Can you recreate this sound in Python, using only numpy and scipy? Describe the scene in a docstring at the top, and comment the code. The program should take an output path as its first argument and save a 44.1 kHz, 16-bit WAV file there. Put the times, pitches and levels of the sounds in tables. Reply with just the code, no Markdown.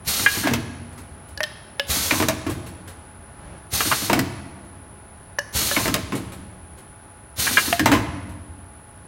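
"""Factory hall: a rotary tube filling and sealing machine runs, heard from close by.
Each cycle has two strokes: the stations lift off the tubes, then press down on them. At each stroke a valve
dumps air (coloured noise), jaws clank (damped modes) and cylinders slam home on the steel frame (noise bursts).
Hollow taps (modes and ticks) and small puffs (noise) fall in between, over rumble, motor hum and drive whine."""
import sys
import numpy as np
from scipy import signal
from scipy.fft import rfft, irfft, next_fast_len
from scipy.io import wavfile
from scipy.ndimage import uniform_filter1d, minimum_filter1d, map_coordinates

SR = 44100
rng = np.random.default_rng(int(sys.argv[2]) if len(sys.argv) > 2 else 0)


def materialize(psi):
    """Save the field psi as 16-bit PCM at rate SR to the path in sys.argv[1].

    A 1-D psi becomes a single channel; in a 2-D psi each row is a channel.
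    """
    bounded = np.clip(np.atleast_2d(psi).T, -1, 1)
    quanta = np.round(bounded * 32767).astype(np.int16)
    wavfile.write(sys.argv[1], SR, quanta)


N = 399987
CYCLE_S, FIRST_LIFT_S, FIRST_PRESS_S = 3.656, 0.083, 1.904


def amp(db):
    """Decibels to gain."""
    return 10 ** (np.asarray(db) / 20)


def unit(x):
    """Scale to rms 1."""
    return x / np.sqrt(np.mean(x ** 2) + 1e-20)


def along(points, hz):
    """Interpolate (Hz, value) points on a log frequency axis."""
    point_hz, values = np.transpose(points)
    return np.interp(np.log(hz + 1), np.log(point_hz + 1), values)


def filtered(x, response):
    """Multiply the spectrum of x by a response, a function of Hz."""
    size = x.shape[-1]
    padded = next_fast_len(size + 8192)
    hz = np.fft.rfftfreq(padded, 1 / SR)
    return irfft(rfft(x, padded) * response(hz), padded)[:size]


def noise(spectrum, size):
    """Noise of rms 1, shaped by (Hz, relative dB) points."""
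    return unit(filtered(rng.standard_normal(size), lambda hz: amp(along(spectrum, hz))))


def bump(hz, centre_hz, width_hz):
    """A resonance peak of height 1."""
    return 1 / (1 + (2 * (hz - centre_hz) / width_hz) ** 2)


def boom(modes, size):
    """Noise of rms 1 ringing in (Hz, width Hz, dB) resonances; the deepest bass does not radiate."""
    def response(hz):
        resonances = sum(amp(db) * bump(hz, centre_hz, width_hz) for centre_hz, width_hz, db in modes)
        return resonances * hz ** 4 / (hz ** 4 + 45 ** 4)
    return unit(filtered(rng.standard_normal(size), response))


def wobble(knots_per_s):
    """A smooth random curve through random knots."""
    knots = rng.standard_normal(int(N * knots_per_s / SR) + 4)
    return map_coordinates(knots, [np.arange(N) * knots_per_s / SR])


def flutter(size, depth_db, knots_per_s):
    """An uneven gain of rms 1."""
    knots = rng.standard_normal(int(size * knots_per_s / SR) + 2)
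    position = np.arange(size) * knots_per_s / SR
    return unit(amp(depth_db * np.interp(position, np.arange(len(knots)), knots)))


def fade(t, attack_s, t60_s):
    """A quick rise and an exponential decay."""
    return (1 - np.exp(-t / attack_s)) * np.exp(-np.log(1000) * t / t60_s)


def ring(modes, t):
    """Damped (Hz, dB, t60 s) modes, struck at slightly new strengths each time."""
    total = np.zeros(len(t))
    for hz, db, t60_s in modes:
        strength = amp(db + rng.normal())
        total += strength * fade(t, 0.00038, t60_s) * np.sin(2 * np.pi * (hz * t + rng.random()))
    return total


def add(track, start_s, sound):
    """Mix a sound into the track."""
    part = track[max(round(start_s * SR), 0):][:len(sound)]
    part += sound[:len(part)]


def strokes(first_s):
    """The times at which one kind of stroke comes round."""
    return np.arange(first_s, N / SR, CYCLE_S)


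def every_cycle(first_s, pattern):
    """A stroke's events, repeated each cycle."""
    return [(start_s + delay_s, *rest) for start_s in strokes(first_s) for delay_s, *rest in pattern]


# Exhaust muffler spectrum. Each row: frequency in Hz, relative density in dB.
MUFFLER_SPECTRUM = [(120, -64), (200, -5.5), (304, -7), (516, -10), (1540, -6.5), (1690, -9.5), (1950, -6),
                    (2660, -6), (4350, -2), (4950, -4.5), (6870, -1), (7800, -4), (8870, -5.5),
                    (14000, -7.5), (15600, -10)]
# Exhaust port resonances. Each row: centre in Hz, width in Hz, gain in dB before the stroke's colour factor.
PORT_RESONANCES = [(4300, 160, 2.5), (4450, 77, 0.5), (7000, 460, 1.5), (7650, 1970, -5), (8520, 310, 6),
                   (9250, 120, 6.5), (10400, 400, 1), (11100, 80, 4), (11300, 90, 5.5), (14090, 100, 4)]
# Frame recoil as the valve opens. Each row: frequency in Hz, relative level in dB, t60 in s.
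KICK_MODES = [(77.6, 2.5, 0.09), (120, -7.5, 0.081), (176, -11.5, 0.13), (274, 0.5, 0.02), (560, 8, 0.012)]
# Main exhaust per stroke. Columns: level in dB, open time in s, pressure fall in dB/s,
# kick in dB relative to the level, port colour factor.
LIFT_AIR = (-23.5, 0.3245, 17.5, 2, 1.32)
PRESS_AIR = (-22.5, 0.2948, 23.5, 5.5, 0.9)


def exhaust(lead_s=0.035, opening_db_per_s=700, closing_db_per_s=190, surge_db=2.5, flutter_db=1.5):
    """The valve opens with a kick; the jet weakens as the pressure falls, then shuts."""
    out, t = np.zeros(N), np.arange(SR) / SR
    age_s = t - lead_s
    for first_s, air in ((FIRST_LIFT_S, LIFT_AIR), (FIRST_PRESS_S, PRESS_AIR)):
        level_db, open_s, fall_db_per_s, kick_db, colour = air
        flow_db = opening_db_per_s * np.minimum(age_s, 0) - fall_db_per_s * age_s
        flow_db -= closing_db_per_s * np.maximum(age_s - open_s, 0)
        flow_db += surge_db * np.exp(-np.abs(age_s) / 0.019)

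        def port(hz):
            return amp(colour * sum(db * bump(hz, centre, width) for centre, width, db in PORT_RESONANCES))

        for stroke_s in strokes(first_s):
            jet = filtered(noise(MUFFLER_SPECTRUM, len(t)), port)
            jet *= flutter(len(t), flutter_db, knots_per_s=120)
            add(out, stroke_s - lead_s, amp(level_db + flow_db) * jet)
            kick = ring(KICK_MODES, t) * (1 - np.exp(-t / 0.0058))
            add(out, stroke_s - 0.011, amp(level_db + kick_db) * kick)
    return out


# Stops hit on every such stroke. Each row: delay after the valve opens in s, blow level in dB, hardness 0-1,
# rattle t60 in s, strongest ring in Hz.
LIFT_STOPS = [(.113, -20, 0.52, 0.06, 1420), (0.281, -24, 0.26, 0.094, 1170)]
PRESS_STOPS = [(0.054, -22, 0.65, 0.076, 1170), (.207, -15.5, 0.44, 0.27, 1050),
               (.296, -12, 0.41, 0.094, 950), (.319, -12.5, 0.79, 0.08, 1260), (.381, -9.5, .98, .12, 627),
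               (.561, -20, .08, 0.15, 1061)]
# Lifted head landing in a few blows, different each time. Each row: start in s, then as for the stops.
LANDINGS = [(.435, -17.5, .35, 0.32, 1630), (.472, -11.5, 0.67, 0.11, 850), (.509, -19.5, .05, .14, 650),
            (.535, -12.5, 0.91, 0.096, 3270), (4.097, -9, 0.55, 0.092, 960),
            (4.130, -6.5, 0.76, 0.094, 677), (4.154, -21, 0.04, 0.3, 716), (4.191, -10.5, 0.9, 0.048, 1890),
            (7.794, -6, 0.66, .06, 1620), (7.858, -4.5, 0.77, 0.14, 900), (7.916, -6.5, 0.46, 0.23, 1014)]
# What a blow of hardness 0 and 1 sets off. Columns: base boom, frame thud, crack, in dB before their trims.
SOFT_BLOW = (-0.8, 5.4, -29)
HARD_BLOW = (-22, -12, 1.5)
# Linkage and crack spectra. Each row: frequency in Hz, relative density in dB.
LINKAGE_SPECTRUM = [(200, -10), (400, -1), (480, -6), (630, 7), (820, -2), (990, 3), (1300, -0.5),
                    (1900, 0.5), (2600, -2.5), (3300, -9), (6000, -14), (12000, -21)]
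CRACK_SPECTRUM = [(1000, -70), (3000, 14.5), (6000, 15), (10000, 9), (16000, 10)]
# Resonances of machine base and steel frame. Each row: centre in Hz, width in Hz, relative level in dB.
BASE_RESONANCES = [(64.3, 6, 2), (88.8, 28, 9.5), (131.4, 16, -1.5)]
FRAME_RESONANCES = [(184.8, 34, 1.5), (254, 34, 2.5), (310.4, 31, 3.5), (334, 26, -6), (385, 74, -12.5),
                    (464, 130, -17)]


def slams(base_trim_db=-5, thud_trim_db=-4, rattle_db=-5, impact_db=-1, crack_trim_db=-3, base_t60_s=0.75,
          thud_t60_s=0.31, impact_t60_s=0.018, crack_t60_s=0.031, ring_db=10, sharpness=6):
    """A piston hits its stop: hard impact, linkage rattle, frame thud, slow base boom, crack."""
    out, t = np.zeros(N), np.arange(SR // 2) / SR
    blows = every_cycle(FIRST_LIFT_S, LIFT_STOPS) + every_cycle(FIRST_PRESS_S, PRESS_STOPS) + LANDINGS
    for start_s, level_db, hardness, rattle_t60_s, ring_hz in blows:
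        mix_db = np.array(SOFT_BLOW) + np.clip(hardness, 0, 1) * np.subtract(HARD_BLOW, SOFT_BLOW)
        base_db, thud_db, crack_db = mix_db + [base_trim_db, thud_trim_db, crack_trim_db]
        linkage = unit(filtered(noise(LINKAGE_SPECTRUM, len(t)),
                                lambda hz: amp(ring_db * bump(hz, ring_hz, ring_hz / sharpness))))
        impact = amp(impact_db) * fade(t, 0.00088, impact_t60_s)
        rattle = amp(rattle_db) * fade(t, 0.0055, rattle_t60_s)
        blow = (impact + rattle) * linkage
        blow += amp(base_db) * fade(t, 0.013, base_t60_s) * boom(BASE_RESONANCES, len(t))
        blow += amp(thud_db) * fade(t, 0.0028, thud_t60_s) * boom(FRAME_RESONANCES, len(t))
        blow += amp(crack_db) * fade(t, 0.000415, crack_t60_s) * noise(CRACK_SPECTRUM, len(t))
        add(out, start_s, amp(level_db) * blow)
    return out


# Sealing jaw clanks. Each row: start in s, level in dB, strongest ring in Hz, rebound in dB relative to the
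# first contact, clean ring in dB before its trim.
CLANKS = [(.262, -3, 1660, -7, 2.5), (2.108, -5.5, 2280, -21, -17), (3.805, -10, 1260, -16, -5.5),
          (3.914, -9, 1250, 2, -5), (5.763, -10.5, 2170, -21, -25), (7.467, -14, 1660, -1, -4.5),
          (7.571, -9.5, 1510, 5, 5)]
# Jaw modes. Each row: frequency in Hz, relative level in dB, t60 in s.
JAW_MODES = [(1114, -2, 0.054), (1530, -21, 0.038), (1651, 0.5, 0.087), (1910, -31, 0.032),
             (2090, -2, 0.065), (2378, -0.5, 0.094), (2830, -6, 0.12), (3172, -6.5, 0.085),
             (4150, -31, .05)]


def jaws(ring_trim_db=-8.0, clash_db=-3, focus_db=10.5, width_hz=450, rebound_s=0.0082, clash_t60_s=0.047):
    """Steel jaws meet and rebound once; where they touch decides which modes ring most."""
    out, t = np.zeros(N), np.arange(SR // 3) / SR
    contact_spectrum = [(200, 0.5), (1000, 0.5), (3000, 1), (4500, 4), (12000, -24)]
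    for start_s, level_db, ring_hz, rebound_db, ring_db in CLANKS:
        modes = [(hz, db + focus_db * bump(hz, ring_hz, width_hz), t60_s) for hz, db, t60_s in JAW_MODES]
        add(out, start_s, amp(level_db + ring_trim_db + ring_db) * ring(modes, t))
        for delay_s, blow_db in ((0, 0), (rebound_s, rebound_db)):
            contact = noise(contact_spectrum, len(t))
            clash = unit(filtered(contact, lambda hz: np.sqrt(bump(hz, ring_hz, width_hz))))
            clash *= fade(t, 0.0011, clash_t60_s)
            add(out, start_s + delay_s, amp(level_db + blow_db + clash_db) * clash)
    return out


# Hollow taps. Each row: start in s, level in dB, lowest mode in Hz, brightest band in Hz,
# lowest mode offset in dB, upper modes offset in dB.
TAPS = [(1.3748, -24, 562, 4700, -5, -4), (1.405, -13, 612, 1820, 1.5, -15),
        (1.431, -16, 601, 5200, -7, -3), (1.437, -13.5, 591, 3320, -13, -9),
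        (1.796, -8.5, 562, 3040, -5, -7.5), (5.386, -14.5, 575, 1660, -2, -9),
        (5.3887, -16.5, 554, 5600, -28, -2.5), (5.713, -15.5, 568, 1670, 1, -8.5),
        (7.727, -6, 692, 2430, 2.5, -21)]
# Roughly odd modes of a short tube. Each row: multiple of the lowest mode, relative level in dB, t60 in s.
HOLLOW_MODES = [(1, -8.5, 0.14), (3.02, -0.5, 0.078), (5.2, -9.5, 0.07), (9.5, -3.5, .02)]


def taps(tick_db=1, ring_db=-1, focus_db=9, tick_t60_s=0.019, width_hz=800):
    """Sharp taps on something small and hollow, each favouring its own band; returns rings and ticks."""
    rings, ticks, t = np.zeros(N), np.zeros(N), np.arange(SR // 4) / SR
    contact_spectrum = [(250, -47), (600, 2.5), (2500, -5.5), (5800, -7.5), (7500, -11), (11000, -1), (16000, -5)]
    for start_s, level_db, low_hz, bright_hz, low_db, upper_db in TAPS:
        modes = []
        for i, (multiple, db, t60_s) in enumerate(HOLLOW_MODES):
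            hz = multiple * low_hz
            offset_db = upper_db if i else low_db
            modes.append((hz, db + offset_db + focus_db * bump(hz, bright_hz, width_hz), t60_s))
        contact = noise(contact_spectrum, len(t))
        tick = unit(filtered(contact, lambda hz: np.sqrt(bump(hz, bright_hz, width_hz))))
        add(rings, start_s, amp(level_db + ring_db) * ring(modes, t))
        add(ticks, start_s, amp(level_db + tick_db) * tick * fade(t, 0.0008, tick_t60_s))
    return rings, ticks


# Vents after every pressing stroke. Each row: delay after the valve opens in s, level in dB.
PRESS_PUFFS = [(.59, -26), (.758, -34.5)]
# Other vent puffs: one about 0.9 s after each lift stroke, the rest scattered.
# Each row: start in s, level in dB.
OTHER_PUFFS = [(.922, -46), (.975, -37), (1.282, -43.5), (2.874, -34.5), (4.643, -52), (6.775, -41.5),
               (8.289, -44)]
# Vent spectrum. 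Each row: frequency in Hz, relative density in dB.
VENT_SPECTRUM = [(400, 8), (2500, 0.5), (6000, -7), (9000, -2), (13000, -6.5), (16000, -16)]


def puffs(t60_s=0.12):
    """Small valves let off short spurts of air."""
    out, t = np.zeros(N), np.arange(SR // 2) / SR
    for start_s, level_db in every_cycle(FIRST_PRESS_S, PRESS_PUFFS) + OTHER_PUFFS:
        add(out, start_s, amp(level_db) * fade(t, 0.0041, t60_s) * noise(VENT_SPECTRUM, len(t)))
    return out


def tones(lines, drift_rad=0.14):
    """Steady (Hz, rms dB) sines whose phases drift slowly."""
    t, total = np.arange(N) / SR, np.zeros(N)
    for hz, db in lines:
        phase = 2 * np.pi * (hz * t + rng.random()) + drift_rad * wobble(4.2)
        total += amp(db) * np.sqrt(2) * np.sin(phase)
    return total


# Motor hum; inverter switching tone and sidebands. Each row: frequency in Hz, rms level in dB before the trim.
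HUM_LINES = [(70, -63), (686, -62.5), (840, -57), (1466, -65)]
WHINE_LINES = [(9771, -64.5), (9835, -61.5), (9868, -62), (9954, -71), (10017, -55.5), (10051, -82),
               (10131, -81), (10229, -74), (10449, -82)]
# Noise around the whine; rumble. Each row: frequency in Hz, relative density in dB.
SKIRT_SPECTRUM = [(7000, -52), (9200, -17), (9600, -14), (9900, -2), (10100, 1.5), (10350, -12),
                  (11000, -24.5), (15000, -50)]
RUMBLE_SPECTRUM = [(15, -45), (25, -14), (66, 2), (266, -12.5), (356, -14), (392, -12), (453, -19.5),
                   (511, -15), (828, -17.5), (890, -16.5), (1370, -19.5), (1510, -19.5), (2280, -27),
                   (8000, -44.5), (10400, -72), (17600, -120)]


def motor(whine_trim_db=-1, skirt_db=-55, hum_trim_db=-1, rumble_db=-43.7, rumble_fall_db_per_s=0.29,
          swell_s=3.52, swell_db=5, swell_width_s=0.12):
    """Rumble and hum of the running machinery, a faint leak, and the whine of the motor's inverter."""
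    t = np.arange(N) / SR
    whine = amp(whine_trim_db) * tones(WHINE_LINES) + amp(skirt_db) * noise(SKIRT_SPECTRUM, N)
    whine *= amp(0.18 * wobble(2.9))
    drone = unit(filtered(noise(RUMBLE_SPECTRUM, N), lambda hz: hz ** 2 / (hz ** 2 + 35 ** 2)))
    # the rumble fades slowly and swells once, briefly
    level_db = rumble_db - rumble_fall_db_per_s * t + 0.27 * wobble(8.2)
    level_db += swell_db * np.exp(-((t - swell_s) / swell_width_s) ** 2)
    leak = amp(-68.5) * noise([(2000, -10), (5000, -7), (11000, 5), (16000, -8)], N)
    return whine + amp(level_db) * drone + leak + amp(hum_trim_db) * tones(HUM_LINES)


def plates(x, echo_db, count=10):
    """Weak early echoes from the table and the columns of the machine."""
    echoes = np.zeros(N)
    for delay_s in rng.uniform(0.001, 0.024, count):
        echoes += rng.choice([-1, 1]) * np.pad(x, (round(delay_s * SR), 0))[:N]
    return x + amp(echo_db) * echoes


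# Hall decay. Each row: frequency in Hz, t60 in s.
HALL_T60 = [(70, 3.65), (250, 1.14), (600, 1.28), (1500, 1.2), (4000, 1), (8000, 0.72), (15000, 0.33)]


def hall(x):
    """The hall's tail, decaying noise; each frequency dies at its own speed."""
    hz, t, cells = signal.stft(rng.standard_normal(2 * SR), SR, nperseg=256)
    decay = fade(t, 0.0048, along(HALL_T60, hz)[:, None])
    tail = signal.istft(cells * decay, SR, nperseg=256)[1]
    return signal.fftconvolve(x, tail / np.linalg.norm(tail))[:N]


def scene():
    """All stations and the hall, alike in both channels."""
    air, stops, clanks = exhaust() + puffs(), slams(), jaws()
    rings, ticks = taps()
    # the taps are close: the hall gets little of them
    send = amp(-5.0) * air + amp(-13.0) * stops + amp(-21) * clanks + amp(-19) * rings + amp(-13.5) * ticks
    machine = plates(air, echo_db=-13.5) + plates(stops + clanks, echo_db=-18.5)
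    mono = machine + rings + ticks + hall(send) + motor()
    return np.array([mono, mono])


def record(dry, ceiling=0.85, release_db_per_s=110, top_hz=15850):
    """A limiter ducks at the loudest blows and recovers; nothing is kept above the band limit."""
    over_db = np.maximum(20 * np.log10(np.abs(dry[0]) / ceiling + 1e-9), 0)
    recovery_db = release_db_per_s * np.arange(N) / SR
    duck_db = np.maximum.accumulate(over_db + recovery_db) - recovery_db
    # duck slightly ahead of each peak, without a step
    gain = uniform_filter1d(minimum_filter1d(amp(-duck_db), size=45), size=45)
    return np.array([filtered(channel, lambda hz: hz < top_hz) for channel in dry * gain])


dry = scene()
out = record(dry)
materialize(out)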